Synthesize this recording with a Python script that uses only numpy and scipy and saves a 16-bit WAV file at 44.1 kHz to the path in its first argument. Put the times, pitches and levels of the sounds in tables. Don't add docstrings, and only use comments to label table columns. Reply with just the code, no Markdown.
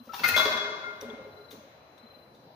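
import sys
import numpy as np
from scipy import signal
from scipy.fft import rfft, irfft, next_fast_len
from scipy.io import wavfile
from scipy.ndimage import uniform_filter1d

SR = 44100
rng = np.random.default_rng(int(sys.argv[2]) if len(sys.argv) > 2 else 0)


def elevation(decibels):
    levels = np.asarray(decibels, float)
    return 10 ** (levels / 20)


def transcribe(signal):
    frames = np.atleast_2d(signal).T
    limited = np.clip(frames, -1, 1)
    pcm = np.round(limited * 32767).astype(np.int16)
    wavfile.write(sys.argv[1], SR, pcm)


N = 112454
T = np.arange(N) / SR
M = next_fast_len(2 * N)
F = np.maximum(np.arange(M // 2 + 1) * SR / M, 1)


def curve(table, hz):
    points = np.array(table, float)
    return np.interp(np.log(hz), np.log(points[:, 0]), points[:, 1])


def colour(x, table, share=1):
    return irfft(rfft(x, M) * elevation(share * curve(table, F)), M)[..., :N]


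def unit(x):
    return x / np.sqrt(np.mean(x ** 2))


def walk(rate_hz):
    hold = int(SR / rate_hz)
    steps = np.repeat(rng.standard_normal(N // hold + 1), hold)
    return 1.54 * uniform_filter1d(uniform_filter1d(steps, hold), hold)[:N]


def panned(x, pan_db):
    return x * elevation(np.array([[pan_db], [-pan_db]]) / 2)


def strike(hits, modes, crack, crack_s, push_s, scatter_db, chatter_db):
    detune, wobble_rad, chatter_hz = 0.001018, 0.89, 30
    out, mode_table = np.zeros((2, N)), np.array(modes, float)
    longest = int(SR * mode_table[:, 2].max()) + 4000
    chance = rng.standard_normal((len(hits), 2, len(modes)))
    wavers = [walk(chatter_hz) for _ in modes]
    noise = unit(colour(rng.standard_normal(N), crack))
    for (start_s, peak_db, crack_db, pan_db), (strength, tuning) in zip(hits, chance):
        i = int(start_s * SR)
        t = T[:min(N - i, longest)]
        here = slice(i, i + len(t))
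        ring = 0
        for (hz, mode_db, t60_s), a, b, waver in zip(mode_table, strength, tuning, wavers):
            level = elevation(mode_db + scatter_db * a + chatter_db * waver[here])
            phase = 2 * np.pi * hz * (1 + detune * b) * t + wobble_rad * waver[::-1][here]
            ring = ring + level * np.sin(phase) * np.exp(-np.log(1000) * t / t60_s)
        burst = elevation(crack_db) * noise[here] * np.exp(-t / crack_s)
        push = 1 - np.exp(-t / push_s)
        out[:, here] += panned(elevation(peak_db) * (ring / 2 + burst) * push, pan_db)
    return out


# start_s, peak_db, crack_re_ring_db, pan_left_db
BAR_HITS = [
    (.2345, -27, -2, 4.8),
    (.2403, -21.5, -13, 3.3),
    (.2445, -24, -6, 3.6),
    (.3446, -28.5, -8, 3.4),
]
# pitch_hz, level_db, t60_s
BAR_MODES = [(1407.4, -14, 2), (1416, -8.5, 0.23), (1446, -3, 0.33), (1817, -8, 0.3), (1867, -9, 0.38),
             (2076, -7, 1), (2121, -11, 1.86), (2140, -2, 0.15), (2497, 4, 0.13), (2597, -9.5, 0.55),
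             (3181, -16, 0.34), (4040, -10, 0.05), (4410, -10, 0.09)]
# freq_hz, density_db
STEEL_CRACK = [(80, -3.5), (500, -4.5), (1400, 7.5), (2500, -1), (4500, 2), (7000, -22), (11000, -25),
               (15500, -14)]


def weight_bar():
    return strike(BAR_HITS, BAR_MODES, STEEL_CRACK, crack_s=0.015, push_s=0.00079,
                  scatter_db=0.86, chatter_db=3.8)


# start_s, peak_db, crack_re_ring_db, pan_left_db
HOOK_HITS = [
    (.2800, -26.5, -8, 12),
    (.2872, -18, -3.5, 11.3),
    (.2950, -15, -14, 8),
]
# pitch_hz, level_db, t60_s
HOOK_MODES = [(2610, -7, 0.065), (4190, -6, 0.04), (10400, -10, 0.0066), (14200, -6, .008)]
# freq_hz, density_db
TAP_CRACK = [(200, -5), (1000, 0.5), (3000, -3), (6000, -10.5), (7500, -2), (10000, -11.5), (15500, -10.5)]


def hooks():
    return strike(HOOK_HITS, HOOK_MODES, TAP_CRACK, crack_s=0.005, push_s=0.002,
                  scatter_db=2.1, chatter_db=1.6)


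# start_s, peak_db, crack_re_ring_db, pan_left_db
STACK_HITS = [
    (.3632, -21, -1, 1.4),
    (.3760, -28, 5.5, 0.93),
    (.396, -30.5, 1.5, 1),
    (.4540, -30, 5, 1.8),
    (.52, -34.5, 2.5, 2),
    (.5711, -36, 4, 2.6),
]
# pitch_hz, level_db, t60_s
STACK_MODES = [(415.5, -7, 0.17), (619, -6.5, 0.15), (653, -7, 0.23), (1005, -6.5, 0.2), (1130, -5, 0.21),
               (1185, -3, 0.18), (1518, 1.5, 0.082), (3397, 1.5, 0.15), (3436, -8.5, 0.28),
               (3540, -5, 0.092), (3910, -9, 0.15), (4250, -8.5, 0.08), (6400, -24, 0.05)]
# freq_hz, density_db
STACK_CRACK = [(80, -20.5), (400, -6), (1100, 2), (1700, 0), (2800, -11.5), (3700, -1.5), (6700, -15),
               (15500, -34)]


def plate_stack():
    return strike(STACK_HITS, STACK_MODES, STACK_CRACK, crack_s=0.012, push_s=0.00062,
                  scatter_db=0.7, chatter_db=4.37)


# start_s, peak_db, crack_re_ring_db, pan_left_db
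CLIP_HITS = [
    (.1345, -31, -6.5, -3),
    (.1405, -32, -3.5, 7),
    (.192, -39.5, 8, -11),
]
# pitch_hz, level_db, t60_s
CLIP_MODES = [(790, 4, 0.06), (955, 10, 0.03), (1550, -22, 0.025), (2750, -2, 0.075), (3660, 2, 0.037),
              (5560, 4, 0.027)]


def cable_clips():
    return strike(CLIP_HITS, CLIP_MODES, STEEL_CRACK, crack_s=0.0097, push_s=0.0034,
                  scatter_db=2.2, chatter_db=2.16)


# start_s, peak_db, crack_re_ring_db, pan_left_db
SLACK_HITS = [
    (.0915, -42.5, -13, 11),
    (.120, -43, -1, 9.1),
]
# pitch_hz, level_db, t60_s
SLACK_MODES = [(1310, 7, 0.095), (2700, -15, 0.12)]


def slack_parts():
    return strike(SLACK_HITS, SLACK_MODES, STEEL_CRACK, crack_s=0.0072, push_s=0.0033,
                  scatter_db=2.7, chatter_db=1.9)


# start_s, peak_db, crack_re_ring_db, pan_left_db
TAP_HITS = [
    (1.0115, -36, -10, 8.3),
    (1.5105, -41, -9.5, 4.5),
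    (1.9789, -50.5, -10, 7.9),
    (2.3481, -48.5, -12, 2.5),
]
# pitch_hz, level_db, t60_s
TAP_MODES = [(3430, 1.5, 0.015), (3680, 1.5, 0.031), (4440, -4, 0.024), (5800, 2.5, 0.0092),
             (13800, -12.5, .02)]


def handle_taps():
    return strike(TAP_HITS, TAP_MODES, TAP_CRACK, crack_s=0.011, push_s=0.00094,
                  scatter_db=1.5, chatter_db=0.74)


# start_s, peak_db, crack_re_ring_db, pan_left_db
THUD_HITS = [
    (.071, -47, -1, .1),
    (.199, -45.5, 4, .1),
    (.273, -35.5, -20, .1),
    (.375, -33, -18, .1),
    (.455, -31, -10.5, .1),
    (1.020, -36, -9.5, 0.13),
    (1.088, -40.5, -2.5, 0.091),
    (1.188, -46.5, -12, .1),
    (1.53, -46, -3.5, 0.072),
]
# pitch_hz, level_db, t60_s
THUD_MODES = [(95, -9, 0.088), (239, 1.5, 0.052), (298, 1, 0.064), (441.5, 7.5, 0.082), (545, 6.5, 0.07),
              (639, 3.5, 0.057), (1057, 1.5, 0.043)]
# freq_hz, density_db
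THUD_CRACK = [(60, -24), (200, -2), (600, -4), (1200, -13.5), (3000, -20), (15500, -81)]


def frame_thuds():
    return strike(THUD_HITS, THUD_MODES, THUD_CRACK, crack_s=0.02, push_s=0.0037,
                  scatter_db=2.76, chatter_db=2.9)


# start_s, rise_s, fall_s, level_db
RATTLES = [
    (.03, 0.023, 0.087, -56.5),
    (0.129, 0.0093, 0.12, -42.5),
    (0.235, 0.016, 0.039, -28),
    (0.271, 0.01, 0.017, -27),
    (0.361, 0.0016, 0.055, -31.5),
    (1.005, 0.0062, 0.012, -44.5),
    (1.504, 0.0036, 0.028, -47),
    (1.974, 0.0044, 0.035, -73),
]
# freq_hz, density_db
RATTLE_COLOUR = [(500, -33.5), (2500, -2), (4000, -2.5), (6000, -0.5), (9000, -8.5), (14000, -4),
                 (15500, 1)]


def rattle():
    clicks_per_s, spread_db = 6000, 1
    struck = rng.random(N) < clicks_per_s / SR
    sizes = elevation(spread_db * rng.exponential(size=N)) * rng.standard_normal(N)
    env = 0
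    for start_s, rise_s, fall_s, level_db in RATTLES:
        t = np.maximum(T - start_s, 0)
        env = env + elevation(level_db) * (1 - np.exp(-t / rise_s)) * np.exp(-t / fall_s)
    return panned(env * unit(colour(struck * sizes, RATTLE_COLOUR)), pan_db=8.9)


def swells(table, skew, lag_rad, pan_db):
    out, wobble = np.zeros((2, N)), 0.48 * walk(39.9)
    for start_s, level_db, pitch_hz, length_s in table:
        i = int(start_s * SR)
        u = T[:min(N - i, int(1.5 * SR * length_s))] / length_s
        here = slice(i, i + len(u))
        lag = lag_rad * np.array([[-.5], [.5]])
        phase = 2 * np.pi * pitch_hz * length_s * u + wobble[here] + lag
        swell = np.sin(np.pi * np.clip(u / 1.42, 0, 1) ** skew)
        out[:, here] += elevation(level_db + 3.8 * wobble[::-1][here]) * swell * np.sin(phase)
    return panned(out, pan_db)


# start_s, level_db, pitch_hz, length_s
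RINGS = [(.184, -40, 2630, 0.041), (.236, -26, 1415, .022), (.2395, -16, 2116, 0.023),
         (.282, -25, 10700, 0.012), (.2865, -21.5, 2597, 0.015), (.287, -25, 14000, 0.014),
         (.288, -25, 1900, 0.021), (.295, -27, 1416, 0.052), (.342, -23, 2120, 0.0335),
         (.3632, -23.5, 3426, 0.072), (.368, -28.5, 1418, .1), (.40, -26, 2130, 0.092),
         (.51, -29.5, 2112, 0.096), (.565, -34, 3387, 0.15), (.639, -31, 2123, 0.081),
         (.641, -34.5, 1426, 0.087), (.72, -37.5, 1170, 0.072), (.835, -37.5, 2122, 0.098),
         (.84, -36.5, 1407, 0.11), (.96, -53.5, 2121, 0.4), (1.011, -36, 5800, 0.0045),
         (1.1, -39.5, 3400, .008), (1.11, -56.5, 1408, 0.47), (1.511, -49, 3680, 0.0098),
         (1.527, -66, 6350, 0.15), (1.979, -53, 3680, .008)]


def steel_rings():
    return swells(RINGS, skew=0.37, lag_rad=1.62, pan_db=3.6)


# start_s, level_db, pitch_hz, length_s
BOOMS = [(0, -45, 242, 0.026), (0.074, -48.5, 234, 0.036), (0.194, -49.5, 226, 0.054),
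         (.275, -40, 252.6, .045), (.315, -43, 95, 0.041), (0.378, -37, 440, 0.031),
         (0.442, -48, 97.6, 0.029), (.452, -29, 423.4, 0.039), (0.449, -33, 619, 0.055),
         (0.506, -40, 633, .06), (0.508, -42, 226.3, 0.078), (.59, -39.5, 417.2, 0.068),
         (0.648, -40, 421, 0.1), (0.845, -49, 653, 0.025), (0.863, -44.5, 416, .05),
         (1.018, -37, 431, 0.031), (1.045, -42.5, 230, 0.057), (1.079, -39.5, 564, 0.018),
         (1.098, -41.5, 425, .03), (1.133, -43, 566, 0.024), (1.129, -39, 246, 0.019),
         (1.184, -44.5, 529, 0.031), (1.205, -47.5, 216, 0.013), (1.247, -44, 545, 0.022),
         (1.263, -42, 421, 0.029), (1.38, -47, 417, 0.047), (1.524, -45, 438.7, 0.027),
         (1.533, -49, 280, 0.02), (1.57, -51, 215, .025), (1.602, -48.5, 603, 0.017),
         (1.633, -52, 545, 0.024), (2.031, -47, 231, 0.026), (2.164, -52, 240, 0.018),
         (2.46, -57.5, 153, 0.028)]


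def frame_booms():
    return swells(BOOMS, skew=0.64, lag_rad=0.37, pan_db=1.1)


# freq_hz, side_re_mid_db
PORT_SIDE = [(60, -13), (300, -13), (600, -9), (1200, 3), (2200, -1), (4000, 2), (15000, 0.7)]


def ports(mid, side):
    side = colour(side, PORT_SIDE)
    return np.array([mid + side, mid - side]) / np.sqrt(2)


# freq_hz, t60_s
ROOM_T60 = [(60, 1.3), (250, 1.97), (1000, 1.76), (2000, 1.16), (4000, 1.307), (8000, 0.68), (15000, 0.3)]


def room(x):
    gain_db, rise_s = 3, 0.003
    spec, tail = rfft(ports(*rng.standard_normal((2, N))), M), 0
    for hz in 40 * 2 ** np.arange(0, 9.1):
        band = np.cos(np.pi / 2 * np.clip(np.log2(F / hz), -1, 1)) ** 2
        decay = np.exp(-np.log(1000) * T / curve(ROOM_T60, hz))
        tail = tail + irfft(spec * band, M)[:, :N] * decay
    tail = tail * (1 - np.exp(-T / rise_s)) / np.sqrt(SR / 10)
    return elevation(gain_db) * irfft(rfft(tail, M) * rfft(x, M), M)[:, :N]


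# start_s, length_s, level_db
CHIRPS = [
    (-.14, 0.2, -56),
    (0.703, 0.19, -70),
    (1.186, 0.15, -64),
    (1.316, 0.28, -54),
    (1.978, 0.27, -53.5),
]


def cricket():
    pitch_hz, syllable_hz, drone_hz, drone_db = 4045, 25.44, 4029, -68
    env = np.zeros(N)
    for start_s, length_s, level_db in CHIRPS:
        u = np.clip((T - start_s) / length_s, 0, 1)
        syllables = np.sin(np.pi * syllable_hz * (T - start_s)) ** 2
        env += elevation(level_db) * np.sin(np.pi * u) ** 0.43 * syllables
    near = env * np.sin(2 * np.pi * pitch_hz * T + 0.99 * walk(18))
    drone = elevation(drone_db + 0.55 * walk(5.64)) * np.sin(2 * np.pi * drone_hz * T + 1.16 * walk(9.7))
    return panned(near + drone, pan_db=9.5)


# freq_hz, density_db
AIR = [(15, -35.5), (25, -17), (107, -3.5), (324, -7), (557, -2), (2520, -19.5), (4100, -26), (8050, -36),
       (15800, -33.5)]


def ventilation():
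    level_db, swell_db, flicker_db = -53.5, 1.82, 2.0
    out, swell = 0, walk(1.36)
    spec = rfft(ports(*colour(rng.standard_normal((2, N)), AIR)), M)
    for hz in 25 * 2 ** np.arange(0, 9.6, .5):
        band = np.cos(np.pi / 2 * np.clip(2 * np.log2(F / hz), -1, 1)) ** 2
        gain = elevation(swell_db * swell + flicker_db * walk(9))
        out = out + gain * irfft(spec * band, M)[:, :N]
    return unit(out) * elevation(level_db)


def scene():
    near = (weight_bar() + hooks() + plate_stack() + cable_clips() + slack_parts()
            + handle_taps() + frame_thuds() + rattle())
    echo = room(near.mean(axis=0))
    return near + echo + steel_rings() + frame_booms() + cricket() + ventilation()


# freq_hz, left_re_right_db
PORT_BALANCE = [(60, 0.5), (300, -1), (1200, 5.5), (4000, 3.5), (7000, -0.5), (9000, 5), (15000, 10)]
# freq_hz, gain_db
MIC = [(25, -20), (80, -0.8), (6600, -1.3), (7600, -13.5), (8600, -5), (15400, 0.8), (15850, -59)]


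def microphone(dry):
    left = colour(dry[0], PORT_BALANCE, 0.23)
    right = colour(dry[1], PORT_BALANCE, -0.64)
    return colour(np.array([left, right]), MIC)


def roll_off(x):
    return signal.sosfilt(signal.butter(12, 16080, fs=SR, output="sos"), x)


def record(dry):
    mix = microphone(dry)
    return roll_off(mix)


dry = scene()
out = record(dry)
transcribe(out)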